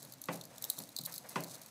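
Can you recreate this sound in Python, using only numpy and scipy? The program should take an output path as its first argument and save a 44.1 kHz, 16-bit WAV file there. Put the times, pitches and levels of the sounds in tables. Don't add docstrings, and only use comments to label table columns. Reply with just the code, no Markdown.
import sys
import numpy as np
from scipy import signal
from scipy.fft import rfft, irfft
from scipy.io import wavfile
from scipy.ndimage import uniform_filter1d

SR = 44100
rng = np.random.default_rng(int(sys.argv[2]) if len(sys.argv) > 2 else 0)


def persist_wave(psi):
    counts = np.round(np.clip(psi, -1, 1) * 32767).astype(np.int16)
    wavfile.write(sys.argv[1], SR, np.atleast_2d(counts).T)


N = 74970

# pitch_hz, width_hz, level_db
PLASTIC_RINGS = [(3900, 660, 2.5), (6590, 590, -3), (7430, 230, -10.5), (8040, 1780, 1), (11040, 460, 4),
                 (11590, 700, -0.5), (13480, 980, -1.5), (15460, 330, -3.5)]


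def gain(db):
    return 10 ** (np.asarray(db) / 20)


def normalize(x):
    return x / np.sqrt(np.mean(x ** 2))


def value_at_pitch(hz, points):
    pitches, values = np.array(points).T
    return np.interp(np.log(np.maximum(hz, 1)), np.log(pitches), values)


def shaped_noise(colour):
    hz = np.arange(N // 2 + 1) * SR / N
    spectrum = rfft(rng.standard_normal(N)) * gain(value_at_pitch(hz, colour))
    return normalize(irfft(spectrum, N))


def keep_band(x, low_hz, high_hz, order=3):
    edges_hz = [low_hz, min(high_hz, 0.49 * SR)]
    return signal.sosfilt(signal.butter(order, edges_hz, "band", fs=SR, output="sos"), x)


def add_at(out, start_s, x):
    i = max(int(start_s * SR), 0)
    out[i:i + len(x)] += x[:N - i]


def room_noise():
    # pitch_hz, level_db
    colour = [(25, 11.5), (60, -3.5), (90, -3), (125, 9.5), (170, -3.5), (210, -0.5), (280, 1),
              (400, -12.5), (620, -5.5), (1000, -9.5), (1600, -14), (3000, -17), (8000, -22), (16000, -51)]
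    return gain(-57.5) * shaped_noise(colour)


def ring_plastic(force, first_hz, second_hz, widen=1):
    rings = [(first_hz, *PLASTIC_RINGS[0][1:]), (second_hz, *PLASTIC_RINGS[1][1:]), *PLASTIC_RINGS[2:]]
    out = np.zeros(len(force))
    for k, (pitch_hz, width_hz, level_db) in enumerate(rings):
        peak = signal.iirpeak(pitch_hz, pitch_hz / (width_hz * widen), fs=SR)
        out += (-1) ** k * gain(level_db) * signal.lfilter(*peak, force)
    return out


def scratching():
    # time_s, level_db
    flurries = [(0, -57), (.13, -61.5), (.19, -69.5), (.31, -60.5), (0.338, -47.5), (.385, -62.5),
                (.47, -67), (.6, -59.5), (.72, -56.5), (.81, -54), (.92, -64), (1.06, -58), (1.17, -53.5),
                (1.255, -66.5), (1.321, -54), (1.48, -59), (1.538, -49), (1.592, -62), (1.7, -60)]
    touches_per_s, spread_db, flutter_db, flutter_s = 3500, 2, 2, 0.012
    sizes = gain(spread_db * np.minimum(rng.exponential(size=N), 5))
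    touches = (rng.random(N) < touches_per_s / SR) * sizes * rng.standard_normal(N)
    ring = ring_plastic(touches, PLASTIC_RINGS[0][0], PLASTIC_RINGS[1][0], widen=1.26)
    treble = keep_band(ring, 3460, 0.49 * SR)
    flutter = normalize(uniform_filter1d(rng.standard_normal(N), int(flutter_s * SR)))
    level_db = np.interp(np.arange(N) / SR, *np.array(flurries).T)
    return normalize(treble) * gain(level_db + flutter_db * flutter)


def wheel_thumps():
    # start_s, fade_s, boom_db, rub_db
    thumps = [(.02, 0.083, -54.5, -63.5), (0.499, 0.14, -61.5, -59.5), (0.617, 0.14, -62, -57.5),
              (0.797, 0.012, -41, -48.5), (0.991, 0.0043, -33, -48.5), (1.066, 0.078, -64, -52),
              (1.16, 0.21, -58.5, -85), (1.241, 0.036, -57.5, -50.5), (1.3, 0.14, -71, -56),
              (1.52, 0.15, -94, -59)]
    # pitch_hz, level_db
    boom_colour = [(60, -46), (100, -41), (130, 4), (165, -8.5), (210, -13.5), (280, -21), (500, -15.5),
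                   (1000, -23.5), (4000, -77)]
    # pitch_hz, level_db
    rub_colour = [(100, -2), (300, -13), (520, 4.5), (1000, 0), (1400, -4), (2100, -3.5), (3000, -11.5),
                  (8000, -25)]
    rise_s = 0.0043
    out, t = np.zeros(N), np.arange(N) / SR
    for start_s, fade_s, boom_db, rub_db in thumps:
        swell = (1 - np.exp(-t / rise_s)) * np.exp(-t / fade_s)
        boom = gain(boom_db) * shaped_noise(boom_colour)
        rub = gain(rub_db) * shaped_noise(rub_colour)
        add_at(out, start_s, swell * (boom + rub))
    return out


def claw_ticks():
    # time_s, level_db, low_band_db, high_band_db, first_pitch_hz, second_pitch_hz
    hits = [(0.028, -48.0, -6, 1, 4170, 7800), (0.0493, -51.0, -0.5, 6.0, 4000, 8170),
            (0.123, -48.0, -7, 3, 4280, 6760), (0.1372, -50, -4.5, -0.5, 4000, 7400),
            (0.2165, -43.0, -10, 6, 4030, 6800), (0.2397, -46, -13, -1.5, 4020, 8500),
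            (0.2567, -49.5, -11, 4, 4120, 8320), (0.329, -48, -2, 4, 3740, 6410),
            (0.3408, -54, -8, 5.0, 4020, 6560), (0.358, -48, -6, 5, 3700, 5760),
            (0.4119, -45.0, -1.5, -1, 3900, 6420), (0.4382, -50.5, -3, -2, 4140, 7700),
            (0.4531, -50, -10, 2, 4400, 7720), (0.5817, -47, -10, -1, 3800, 6700),
            (0.6236, -39.5, -11, 4, 4120, 8230), (0.641, -35, -6.5, -1, 3550, 5700),
            (0.6492, -41, -4, 7.5, 3770, 7800), (0.7006, -27.5, 4.5, 10.5, 3850, 7500),
            (0.7844, -45, -6, -2, 3870, 6300), (0.7885, -38.5, -5.5, 3.5, 3900, 7500),
            (0.802, -48, -9, 0, 4400, 8850), (0.8234, -51, -9, 9.5, 4140, 7550),
            (0.8905, -51.5, -2.5, 3.5, 4050, 8100), (0.9646, -35.5, -3, -3, 4180, 6460),
            (0.976, -46.5, 5, 5, 4040, 8420), (0.9876, -35.5, 0, -1.5, 4160, 7400),
            (1.01, -53, -1, 12.5, 4110, 8070), (1.0133, -46.5, -4, -1, 4170, 6730),
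            (1.0368, -45.5, 0, 6.5, 4040, 8500), (1.052, -44, -15, 1, 4530, 6660),
            (1.056, -42, 1, 2, 4000, 7700), (1.0609, -35, -4, 7, 3980, 8600),
            (1.124, -47, -14, 1.5, 4250, 5870), (1.1399, -43, 3.5, 8, 4120, 8800),
            (1.1466, -49, -8.0, 3, 4160, 8040), (1.1556, -47, 5, 13, 4360, 7820),
            (1.1612, -44.5, -6.0, -3.5, 4500, 7700), (1.1801, -40, -5, 2.5, 4200, 7800),
            (1.2892, -49, -18, 2, 4540, 5830), (1.2933, -45.5, -15, 10, 4360, 7050),
            (1.4056, -45, -11.5, 2, 4210, 8230), (1.4375, -43, -15.5, 0.5, 4130, 7800),
            (1.4434, -47.0, -2, 2, 4200, 7400), (1.5527, -52, -5, -1, 4400, 5900),
            (1.6161, -50.5, -9, 4, 4400, 8650), (1.6612, -51.0, -5.5, 1, 4040, 6700)]
    # low_hz, high_hz
    upper_bands = [(5100, 9500), (9500, 16000)]
    scrape_db, scrape_s, snap_force, chatter_s = -11.5, 0.0018, 4.6, 0.0021
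    snap_index = 176
    out, t = np.zeros(N), (np.arange(1024) - snap_index) / SR
    scrape = gain(scrape_db) * np.exp(-abs(t) / scrape_s)
    shape = np.where(t < 0, scrape, np.exp(-abs(t) / chatter_s))
    scale = np.sqrt(220 / len(t)) * gain(0.15)
    for time_s, level_db, low_db, high_db, first_hz, second_hz in hits:
        force = shape * rng.standard_normal(len(t))
        force[snap_index] += snap_force
        ring = ring_plastic(force, first_hz, second_hz)
        bands = [(0.93 * first_hz, 1.29 * first_hz), *upper_bands]
        parts = [normalize(keep_band(ring, *edges_hz, order=2)) for edges_hz in bands]
        tick = sum(gain(db) * part for db, part in zip([low_db, 0, high_db], parts))
        add_at(out, time_s - snap_index / SR, scale * gain(level_db) * normalize(tick))
    return out


def fade_in_room(x):
    # pitch_hz, ring_s
    ring_times = [(150, 0.54), (600, 0.52), (1800, 0.26), (5000, 0.24), (14000, 0.25)]
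    t, hz = np.arange(N) / SR, np.arange(N // 2 + 1) * SR / N
    octaves_hz = 62.5 * 2.0 ** np.arange(9)
    out, spectrum = np.zeros(N), rfft(x)
    for centre_hz, this_octave in zip(octaves_hz, np.eye(len(octaves_hz))):
        share = np.interp(np.log(hz + 1), np.log(octaves_hz), this_octave)
        fade = gain(-60 * t / value_at_pitch(centre_hz, ring_times))
        out += irfft(spectrum * share, N) * fade
    return out


def claw_echo(ticks):
    wash = keep_band(rng.standard_normal(N), 330, 13200, order=1)
    echo_of_a_click = normalize(fade_in_room(wash)) / np.sqrt(N)
    return gain(-14) * signal.fftconvolve(ticks, echo_of_a_click)[:N]


def hollow_knocks():
    # start_s, level_db, treble_limit_hz, place (0 left, 1 right)
    blows = [(0.286, -26, 3520, 0.44), (0.777, -38, 630, 0.9), (0.993, -35, 185, 0.1),
             (1.358, -25, 5800, 0.98)]
    # pitch_hz, left_db, right_db, ring_s (to drop by 60 dB)
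    body_notes = [(136, -2.5, -3.5, 0.26), (169.3, -0.5, -4, 0.49), (283.5, -1.5, -5.5, 0.3),
                  (379, -17.5, -5, 0.24), (519, 5, -1, 0.17), (642, -18, -20, 0.93), (859, -3, -4.5, 0.12),
                  (953, -6.5, -0.5, 0.11), (1020, -8, 0, 0.12), (1107, 10, 6, 0.03), (1446, -6, 2, 0.048),
                  (2003, -4.5, -0.5, 0.046), (2583, 2, 5.5, 0.011), (3330, -14, 3.5, 0.014)]
    # pitch_hz, level_db
    echo_colour = [(60, -46), (105, -6), (140, 2.5), (280, 0.5), (370, -5), (600, 1.5), (950, -5.5),
                   (1400, -8.5), (2700, -7.5), (4000, -20), (16000, -14)]
    slap_s, crack_s, build_cycles = 0.00014, 0.0043, 0.88
    early_s, echo_rise_s = 0.0063, 0.0023
    out, t = np.zeros(N), np.arange(N) / SR
    slap_time = t / slap_s - np.pi
    slap = gain(-9) * slap_time * np.exp((1 - slap_time ** 2) / 2)
    early_boost = 1 + gain(0.5) * np.exp(-t / early_s)
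    echo_shape = early_boost * (1 - np.exp(-t / echo_rise_s))
    for start_s, level_db, treble_limit_hz, place in blows:
        ring = np.zeros(N)
        for k, (pitch_hz, left_db, right_db, ring_s) in enumerate(body_notes):
            strength = (-1) ** k * gain(np.interp(place, [0, 1], [left_db, right_db]))
            build_up = 1 - np.exp(-t * pitch_hz / build_cycles)
            ring += strength * np.cos(2 * np.pi * pitch_hz * t) * build_up * gain(-60 * t / ring_s)
        crack = gain(-4) * keep_band(rng.standard_normal(N), 810, 6300, order=2) * np.exp(-t / crack_s)
        echo = gain(-11.5) * fade_in_room(shaped_noise(echo_colour)) * echo_shape
        knock = slap + ring / np.sqrt(len(body_notes)) + crack + echo
        softened = signal.lfilter(*signal.butter(2, treble_limit_hz, fs=SR), knock)
        add_at(out, start_s, gain(level_db) * softened)
    return out


def scene():
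    ticks = claw_ticks()
    rodent = ticks + claw_echo(ticks) + scratching() + wheel_thumps()
    return (rodent + hollow_knocks() + room_noise())[None]


def record(dry):
    bass_cut_hz, treble_cut_hz = 139, 15450
    thinned = signal.sosfilt(signal.butter(2, bass_cut_hz, "high", fs=SR, output="sos"), dry)
    return signal.sosfilt(signal.ellip(8, 0.2, 70, treble_cut_hz, fs=SR, output="sos"), thinned)


dry = scene()
out = record(dry)
persist_wave(out)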